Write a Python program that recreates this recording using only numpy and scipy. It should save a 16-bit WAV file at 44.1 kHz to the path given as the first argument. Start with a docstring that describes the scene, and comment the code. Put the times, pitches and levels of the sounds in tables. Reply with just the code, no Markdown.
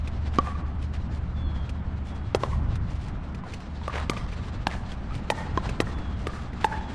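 """Paddle game on a court among trees

Paddles pop a hard hollow ball on open asphalt: short fading tones, then noisy echoes from trees and walls.
Shoe taps, scuffs and some rough echoes of blows are clicks and grit; far pops and bird whistles are faint.
An idling engine and mains hum are unsteady tones; wind, traffic and leaves are shaped noise.
Two close microphone ports hear nearly the same sound."""
import sys
import numpy as np
from scipy import signal
from scipy.fft import rfft, irfft, next_fast_len
from scipy.io import wavfile
from scipy.ndimage import uniform_filter1d, map_coordinates

SR = 44100
rng = np.random.default_rng(int(sys.argv[2]) if len(sys.argv) > 2 else 0)


def pcm_store(signal):
    """Save signal as 16-bit PCM."""
    levels = np.round(np.clip(np.atleast_2d(signal), -1, 1) * 32767)
    wavfile.write(sys.argv[1], SR, levels.astype(np.int16).T)


N = 306429  # length in samples


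def amp(db):
    """Turns decibels into a plain multiplier."""
    return 10 ** (np.asarray(db) / 20)


def unit(x):
    """Scales a sound to an rms of 1."""
    return x / np.sqrt(np.mean(x ** 2) + 1e-20)


def along(points, hz):
    """Reads a curve of (f/Hz, level/dB) points on a log frequency axis."""
    f, v = np.transpose(points)
    return np.interp(np.log(hz + 1), np.log(f + 1), v)


def level(rows):
    """Reads a curve of (t/s, level/dB) points, one value per sample."""
    return np.interp(np.arange(N) / SR, *np.transpose(rows))


def wobble(rate):
    """A smooth random curve with rate random points a second."""
    points = rng.standard_normal(int(N * rate / SR) + 4)
    return map_coordinates(points, [np.arange(N) * rate / SR])


def lumps(count, size):
    """Random steps, each size samples long."""
    return np.repeat(rng.standard_normal(count // size + 1), size)[:count]


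def filtered(x, response):
    """Multiplies the spectrum of x by a response of frequency."""
    n = x.shape[-1]
    m = next_fast_len(n + 8192)
    return irfft(rfft(x, m) * response(np.fft.rfftfreq(m, 1 / SR)), m)[..., :n]


def rush(spectrum, patchy_db):
    """Shaped noise of rms 1, with patches of random gain in time and frequency."""
    z = signal.stft(rng.standard_normal(N + SR), nperseg=512)[2]
    across_pitch = uniform_filter1d(rng.standard_normal(z.shape), size=6, axis=0)
    patches = uniform_filter1d(across_pitch, size=10, axis=1)
    noise = signal.istft(z * amp(patchy_db * unit(patches)), nperseg=512)[1][:N]
    return unit(filtered(noise, lambda hz: amp(along(spectrum, hz))))


def tilted(size, low_hz, tilt_db):
    """Noise of rms 1, thin below low_hz and falling above it towards tilt_db an octave."""
    def slope(hz):
        return amp(tilt_db * np.log2(hz / low_hz + 1)) * hz ** 2 / (hz ** 2 + low_hz ** 2)
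    return unit(filtered(rng.standard_normal(size), slope))


def ring(t, hz, t60, attack):
    """A struck tone: it builds up during the contact, then dies by 60 dB in t60 s; envelope peak 1."""
    shape = amp(-60 * t / t60) * (1 - np.exp(-t / attack))
    return shape / shape.max() * np.sin(2 * np.pi * hz * t)


def add(track, s, sound):
    """Mixes a sound into the track from s seconds on."""
    part = track[..., round(s * SR):][..., :sound.shape[-1]]
    part += sound[..., :part.shape[-1]]


def tone(hz):
    """A sine of rms 1 that follows a frequency curve."""
    return np.sqrt(2) * np.sin(2 * np.pi * np.cumsum(hz) / SR)


# How loud the idling engine is: (t/s, level/dB)
ENGINE_LEVEL = [(0, -32.5), (1.6, -32.5), (2.4, -38.5), (2.8, -41), (3.5, -44), (4.1, -37), (5, -49.5),
                (5.7, -44), (6.35, -35), (6.65, -47), (6.95, -35.5)]
ENGINE_HZ = 74


def engine():
    """An idling engine: one low note, slightly unsteady in pitch and more so in level."""
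    return amp(level(ENGINE_LEVEL) + 1.2 * wobble(24)) * tone(ENGINE_HZ + 0.31 * wobble(2.64))


# Tones of the mains hum: (f/Hz, level/dB)
HUM_TONES = [(60, -53.5), (120, -48), (180, -53.5)]


def mains_hum():
    """Mains hum: a low tone and its overtones, each drifting a little in pitch and level."""
    return sum(amp(db + 2.5 * wobble(3)) * tone(hz + 0.4 * wobble(3)) for hz, db in HUM_TONES)


# Balance of the wind's rumble: (f/Hz, relative level/dB)
WIND_SPECTRUM = [(10, -22), (22, -5), (40, -1.5), (60, .5), (120, -5), (200, -16), (320, -35), (600, -120)]
# How loud the wind is: (t/s, level/dB)
WIND_LEVEL = [(0, -37.5), (.4, -33.5), (.75, -37.5), (1, -31.5), (1.3, -33.5), (1.7, -34.5), (2.35, -36),
              (2.6, -26.5), (3.15, -34), (3.6, -50), (4, -36), (4.45, -34.5), (4.8, -41), (5.2, -37),
              (5.6, -30), (6, -34.5), (6.4, -40.5), (6.95, -56)]


def wind():
    """Wind buffets: deep noise that swells and sinks."""
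    gusts = unit(amp(1.5 * wobble(8)) * rush(WIND_SPECTRUM, patchy_db=1.2))
    return amp(level(WIND_LEVEL)) * gusts


# Balance of the traffic noise: (f/Hz, relative level/dB)
TRAFFIC_SPECTRUM = [(35, -5.5), (60, -3.5), (86, -4), (123, -15.5), (172, -7.5), (238, -12), (462, -26),
                    (757, -23.5), (1060, -26.5), (1280, -27), (2450, -39.5), (3500, -46), (4550, -80.5),
                    (7700, -120)]
# How loud the traffic is: (t/s, level/dB)
TRAFFIC_LOUDNESS = [(0, -36.5), (2, -37), (3, -35.5), (3.7, -38), (5, -36.5), (5.5, -34.5), (6.95, -36)]


def traffic():
    """Far traffic: mostly low noise with a slightly unsteady level."""
    return amp(level(TRAFFIC_LOUDNESS) + .8 * wobble(8)) * rush(TRAFFIC_SPECTRUM, patchy_db=1)


# Balance of the rustle: (f/Hz, relative level/dB)
LEAF_SPECTRUM = [(880, -4.5), (1500, -8.5), (2460, -13), (4040, -14.5), (5580, -22), (6250, -24.5),
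                 (8250, -30), (9650, -40.5), (12000, -82), (15600, -100.5), (22000, -120)]
# How loud the rustle is: (t/s, level/dB)
LEAF_LEVEL = [(0, -52), (.7, -55.5), (1.9, -56), (2.3, -55), (2.7, -54), (3.3, -55.5), (4.2, -49.5),
              (5, -53), (5.5, -48.5), (6.1, -51.5), (6.95, -47.5)]


def leaves():
    """Rustling leaves: airy noise with a quick random flutter in level."""
    rustle_db = level(LEAF_LEVEL) + 2 * wobble(20) + 3.2 * wobble(45)
    return amp(rustle_db) * rush(LEAF_SPECTRUM, patchy_db=1.0)


# Falling whistles: (t/s, length/s, start f/Hz, fall/Hz per s, f where the note levels out/Hz,
# starting level/dB, fade/dB per s)
WHISTLES = [(1.34, .35, 3500, 950, 3150, -57.5, 12), (1.41, .16, 4280, 950, 4100, -67.5, 10),
            (2.04, .29, 3480, 1400, 3270, -60, 25), (5.9, .3, 3520, 1100, 3230, -58, 22),
            (6.7, .25, 3480, 800, 3280, -62, 5)]
WAVER_HZ = 14  # size of the random waver in pitch


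def bird():
    """Thin whistles that fall and fade, blurred by their echoes in the woods."""
    out = np.zeros(N)
    for s, length, start_hz, sag, hold_hz, db, fade_db in WHISTLES:
        t = np.arange(round(length * SR)) / SR
        edges = np.clip(np.minimum(t, length - t) / 0.05, 0, 1)
        pitch = np.maximum(start_hz - sag * t, hold_hz) + WAVER_HZ * wobble(30)[:len(t)]
        add(out, s, amp(db - fade_db * t) * edges * tone(pitch))
    t = np.arange(SR // 2) / SR
    woods = rng.standard_normal(len(t)) * amp(-60 * t / 0.55) * (1 - np.exp(-(t / .09) ** 2))
    out = out * amp(2 * wobble(25))
    return out + amp(-7) * signal.fftconvolve(out, woods / np.linalg.norm(woods))[:N]


# Pops from the far court: (t/s, level of the main tone/dB, f/Hz)
DISTANT_POPS = [(2.1643, -49, 760), (3.4366, -33.5, 1010), (3.4644, -34.5, 750), (3.8146, -36, 930),
                (4.133, -35, 700), (5.1075, -37, 1220), (5.121, -36, 1280)]


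def far_court():
    """Dull, short pops of another game: a tone, its octave and a rough scatter of noise."""
    out, t = np.zeros(N), np.arange(SR // 10) / SR
    for s, db, hz in DISTANT_POPS:
        pop = ring(t, hz, 0.041, attack=0.00071)
        octave = 0.37 * ring(t, 2.0 * hz, 0.0074, attack=.0004)
        rough = amp(2.8 * lumps(len(t), size=90) - 60 * t / 0.26)
        scatter = 0.16 * rough * tilted(len(t), hz, -17)
        add(out, s, amp(db) * (pop + octave + scatter))
    return out


# Short gritty clicks, shoe taps and a clicking echo after a blow:
# (t/s, click level/dB, click f/Hz, grit level before its fade/dB)
GRITTY_CLICKS = [(0.0744, -34.5, 2500, -36.5), (1.6921, -37.5, 2600, -38), (2.7545, -55, 1990, -37.5),
                 (3.3462, -39.5, 2400, -42), (3.536, -34, 2490, -34), (3.602, -62, 1530, -44.5),
                 (3.836, -43, 3370, -49), (3.94, -30, 2200, -55), (3.956, -34, 1280, -44),
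                 (3.991, -41, 1800, -46), (4.132, -42, 1660, -41), (4.172, -30, 2450, -39),
                 (4.328, -36, 2400, -50), (4.918, -38, 3300, -41.5), (5.15, -39, 2250, -38.5),
                 (5.6914, -27.5, 2580, -33.5), (5.9845, -36.5, 1850, -46), (6.5317, -36.5, 2020, -49)]
KNOCK_DB, KNOCK_HZ = -4, 440  # the dull knock, level over the click
GRIT_TILT_DB = -12  # per octave


def gritty_clicks():
    """Short clicks with a dull knock and fading grit: taps, and a clicking echo after a blow."""
    out, t = np.zeros(N), np.arange(SR // 5) / SR
    for s, db, hz, grit_db in GRITTY_CLICKS:
        click = ring(t, hz, 0.012, attack=0.00027)
        knock = amp(KNOCK_DB) * ring(t, KNOCK_HZ, 0.03, attack=0.0007)
        grit = tilted(len(t), 1700, GRIT_TILT_DB) * amp(-60 * t / 0.046) * (1 - np.exp(-t / 0.0017))
        add(out, s, amp(db) * (click + knock) + amp(grit_db) * grit)
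    return out


# Scuffs and gritty bursts, one of them a rough echo after a blow:
# (t/s, level before the swell shapes it/dB, length/s)
GRITTY_BURSTS = [(0.329, -45.5, 0.084), (0.81, -52, 0.064), (0.93, -44, 0.05), (1.133, -58, 0.07),
                 (2.043, -56, 0.11), (2.142, -56, 0.049), (2.892, -51, 0.063), (2.941, -54.5, 0.049),
                 (2.986, -53, 0.15), (3.078, -52, 0.024), (3.453, -52.5, 0.17), (3.916, -34, 0.15),
                 (4.309, -45, 0.057), (4.438, -53.5, 0.079), (4.695, -39, 0.079), (4.884, -47, 0.088),
                 (5.123, -51, 0.1), (6.165, -57, 0.13), (6.408, -52, 0.052), (6.599, -41, 0.075),
                 (6.881, -51, 0.096)]
SOFT_DB, SOFT_HZ = -51, 2450  # a burst of this level hisses above this frequency
DEEPENS = 0.06  # octaves lower per dB louder
BURST_TILT_DB = -18.5  # per octave
GRAIN_DB = 3.5  # level scatter of the grit


def gritty_bursts():
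    """Scuffs and a rough echo: grainy noise that swells and fades; louder bursts sound deeper."""
    out, t = np.zeros(N), np.arange(SR // 5) / SR
    for s, db, length in GRITTY_BURSTS:
        swell = np.sin(np.pi * np.clip(t / max(length, .01), 0, 1) ** .6) ** 1.5
        grains = amp(GRAIN_DB * lumps(len(t), size=90))
        low_hz = SOFT_HZ * 2 ** (DEEPENS * (SOFT_DB - db))
        add(out, s, amp(db) * swell * unit(grains * tilted(len(t), low_hz, BURST_TILT_DB)))
    return out


CANOPY_S, CANOPY_RISE_S, CANOPY_T60_S = 0.027, 0.086, 0.22  # first return, swell, decay


def canopy(crack):
    """The leaves hiss the crack back: smooth, dense echoes that swell and die."""
    t = np.clip(np.arange(SR // 2) / SR - CANOPY_S, 0, None)
    swell = 1 - np.exp(-(t / CANOPY_RISE_S) ** 2)
    tail = swell * amp(-60 * t / CANOPY_T60_S) * rng.standard_normal(len(t))
    return signal.fftconvolve(crack, tail / np.linalg.norm(tail))


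WALL_DB, FAR_WALL_S, FAR_WALL_DB = -4, .167, -11  # two clear slaps among the tree echoes
WALL_SMEAR_S = .001


def wall_slap(t, s, db):
    """One wall's echo: a short burst, since a rough wall spreads the sound in time."""
    bell = np.exp(-.5 * ((t - s) / WALL_SMEAR_S) ** 2)
    burst = unit(bell * (1 + 3 * rng.standard_normal(len(t))))
    return amp(db) * burst / np.sqrt(len(t))


# Echo clumps from low bushes, the tree line and the woods behind:
# (delay t/s, relative level/dB, spread/s)
ECHO_CLUMPS = [(.04, -13, .02), (.088, 1, .017), (.125, -5, .014), (0.18, -12.5, 0.13)]
TRUNK_DB = 1.5  # level scatter of single trunk echoes


def trees(pop, wall_s):
    """Clumps of scattered echoes and two walls' slaps, new for every pop and dull from the leaves."""
    t = np.arange(SR // 2) / SR
    spread = sum(amp(db) * np.exp(-.5 * ((t - s) / w) ** 2) for s, db, w in ECHO_CLUMPS)
    trunks = amp(TRUNK_DB * lumps(len(t), size=120))  # single trunks stand out
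    tail = spread * trunks * rng.standard_normal(len(t))
    walls = wall_slap(t, wall_s, WALL_DB) + wall_slap(t, FAR_WALL_S, FAR_WALL_DB)
    back = signal.fftconvolve(pop, tail / np.linalg.norm(tail) + walls)
    return filtered(back, lambda hz: hz ** 2 / (hz ** 2 + 450 ** 2) / (1 + (hz / 6000) ** 2))


def near_echo(sound):
    """Net, posts and players smear the pop over some milliseconds."""
    post = rng.standard_normal(700) * amp(-14 * np.arange(700) / 700)
    return signal.fftconvolve(sound, post / np.linalg.norm(post))


RATTLE_DB, RATTLE_HZ, RATTLE_T60_S = -14.5, 860, 0.064  # level over the thump


def paddle_rattle(t, thump_db):
    """The struck paddle buzzes roughly: noise with a jumpy, fading level."""
    buzz = amp(1.7 * lumps(len(t), size=60) - 60 * t / RATTLE_T60_S) * (1 - np.exp(-t / 0.0025))
    return amp(thump_db + RATTLE_DB) * buzz * tilted(len(t), RATTLE_HZ, -26.5)


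def ball_click(t, click_db):
    """The ball wall buckles in a fraction of a millisecond: a sharp flick with a little noise."""
    flick = -ring(t, 2600, .0015, attack=.0001)
    hiss = tilted(len(t), 1800, -5) * amp(-60 * t / 0.05)
    return amp(click_db) * (1.5 * flick + 0.14 * hiss)


# Tones of the ball's shell and hole rims: (f over the ball pitch, relative level/dB, 60 dB decay t/s)
BALL_TONES = [(1, -3, 0.014), (1.28, -8.5, 0.015), (1.55, -0.5, 0.0028), (1.9, -7, 0.0045)]
BALL_SCATTER_DB, BALL_DETUNE = 1.5, .012  # random spread of level, and of pitch as a share


def ball_shell(t, ball_db, ball_hz):
    """The hollow ball rings in several modes, a little differently at each blow."""
    out = np.zeros(len(t))
    for ratio, mode_db, decay in BALL_TONES:
        db = ball_db + mode_db + BALL_SCATTER_DB * rng.normal()
        hz = ball_hz * ratio * (1 + BALL_DETUNE * rng.normal())
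        out += amp(db) * ring(t, hz, decay, attack=0.00055)
    return out


# Blows on the ball: (t/s, face level/dB, face f/Hz, face 60 dB decay t/s, thump level/dB, thump f/Hz,
# overtone level/dB, overtone f/Hz, ball base level/dB, ball pitch f/Hz, click base level/dB,
# ground echo t/ms, near post echo t/ms, near post echo relative level/dB, wall echo t/ms,
# tree echo relative level/dB, level of the crack toward the trees/dB, left over right level/dB)
BLOWS = [(0.3858, -11, 1149, 0.035, -9.5, 295, -31, 2350, -24.5, 3100, -56, 1.2, 23, -27, 86, -10.5, -15, -1.5),
         (2.348, -25, 1184, 0.014, -8.5, 474, -47, 1960, -23.5, 3340, -19, 1.5, 17, -16, 58, -8, -13.5, -1.5),
         (2.435, -17.5, 1030, 0.014, -13.5, 534, -32, 1860, -30, 2830, -32.5, .94, 22, -20, 96.5, -10.5, -16.5, 1),
         (3.8794, -23.5, 1165, 0.02, -23, 580, -35, 1740, -48, 3250, -31, 1.45, 15, -3.5, 55, -12, -23, .5),
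         (4.0972, -23.5, 1165, 0.019, -15, 302, -29.5, 2010, -22.5, 3160, -16, .91, 17, -6, 70, -4.5, -15.5, 1.2),
         (4.6695, -11, 830, 0.0073, -15.5, 240, -21, 1630, -20.5, 2750, -22, 1.32, 18, -21, 82, -13.5, -15.5, 0.5),
         (5.302, -17, 858, 0.021, -13.5, 563, -22, 1834, -27.5, 3140, -14, 1.59, 13, -6, 104, -3, -12, -1.5),
         (5.5747, -17, 1035, 0.031, -15, 324, -25.5, 1610, -30, 3220, -36.5, 1.25, 20, -25, 82, -11.5, -19, -1),
         (5.8031, -35, 1140, 0.038, -9.5, 344, -23.5, 1860, -28.5, 3370, -14.5, 1.54, 9.2, -8, 66, -11.5, -16.5, 1.5),
         (6.2698, -28.5, 1200, 0.021, -19.5, 390, -31, 1739, -35.5, 3130, -25.5, 1.4, 22, -7.5, 64, -4, -15, 0.7),
         (6.6444, -10.5, 872, 0.03, -17, 447, -19.5, 1626, -28, 2550, -17, 1.11, 19, -19, 83, -6, -17, -1.5)]
# Seen edge-on from the trees the blow is also a broad slap: level over the face ring, times its pitch
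SLAP_DB, SLAP_OVER_FACE, SLAP_T60_S = 1, 1.53, 0.0032
# Share of each part that reaches the trees beside the face ring
THUMP_CARRY, OVER_CARRY, BALL_CARRY, RATTLE_CARRY = .5, 1.1, .5, 1.8


def hits():
    """Paddle face, thump and overtone, ball modes, a click doubled off the asphalt, then the echoes."""
    out, t = np.zeros((2, N)), np.arange(SR // 10) / SR
    for (s, db, hz, t60, thump_db, thump_hz, over_db, over_hz, ball_db, ball_hz, click_db,
         echo_ms, post_ms, post_db, wall_ms, wet_db, crack_db, pan_db) in BLOWS:
        face = amp(db) * ring(t, hz, t60, attack=0.003)
        thump = amp(thump_db) * ring(t, thump_hz, 0.0098, attack=0.0017)
        over = amp(over_db) * ring(t, over_hz, 0.011, attack=0.0024)
        ball = ball_shell(t, ball_db, ball_hz)
        rattle = paddle_rattle(t, thump_db)
        click = ball_click(t, click_db)
        bounce = .8 * np.roll(click, round(echo_ms * SR / 1000))  # off the asphalt
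        pop = face + thump + over + ball + click + bounce + rattle
        add(out, s - .0003, pop * amp([[pan_db / 2], [-pan_db / 2]]))

        # [None] sends the same echo to both ports
        near = near_echo(face + over + rattle)
        add(out, s + post_ms / 1000, amp(post_db) * near[None])
        crack = amp(crack_db) * ring(t, 2200, 0.00021, attack=.00008)  # a broad pulse with no ring
        add(out, s, canopy(crack)[None])
        slap = amp(db + SLAP_DB) * ring(t, SLAP_OVER_FACE * hz, SLAP_T60_S, attack=0.00012)
        outward = face + slap + THUMP_CARRY * thump + OVER_CARRY * over
        outward = outward + BALL_CARRY * ball + RATTLE_CARRY * rattle
        add(out, s, amp(wet_db) * trees(outward, wall_ms / 1000)[None])
    return out


# How far the difference between the ports lies below the shared sound: (f/Hz, relative level/dB)
PORT_DIFFERENCE = [(60, -91.5), (110, -79.5), (200, -100), (370, -26), (670, -33), (1230, -31), (2250, -25),
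                   (4110, -17.5), (7530, -12), (13800, -0.5)]


def port_side(sound):
    """The ports differ a little: a scattered copy of the sound and some wind go to the side."""
    scatter = rng.standard_normal(2000) * amp(-60 * np.arange(2000) / 2000)
    copy = signal.fftconvolve(sound, scatter / np.linalg.norm(scatter))[:N]
    side = filtered(copy, lambda hz: amp(along(PORT_DIFFERENCE, hz)))
    return side + amp(-66 + 4 * wobble(2)) * rush(WIND_SPECTRUM, patchy_db=1.2)


def scene():
    """Adds all the sources; the side is added to one port and taken from the other."""
    background = engine() + mains_hum() + wind() + traffic() + leaves()
    mid = background + bird() + far_court() + gritty_clicks() + gritty_bursts()
    struck = hits()
    side = port_side(mid + struck.mean(axis=0))
    return struck + np.array([mid + side, mid - side])


# Treble response of the microphone: (f/Hz, level/dB)
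MIC_RESPONSE = [(7000, 0.5), (9500, 1), (10800, -12.5), (13500, -8.5)]
TOP_HZ = 13700  # band limit


def record(dry):
    """The microphone loses treble, and nothing is kept above the band limit."""
    return filtered(dry, lambda hz: amp(along(MIC_RESPONSE, hz)) * (hz < TOP_HZ))


dry = scene()
out = record(dry)
pcm_store(out)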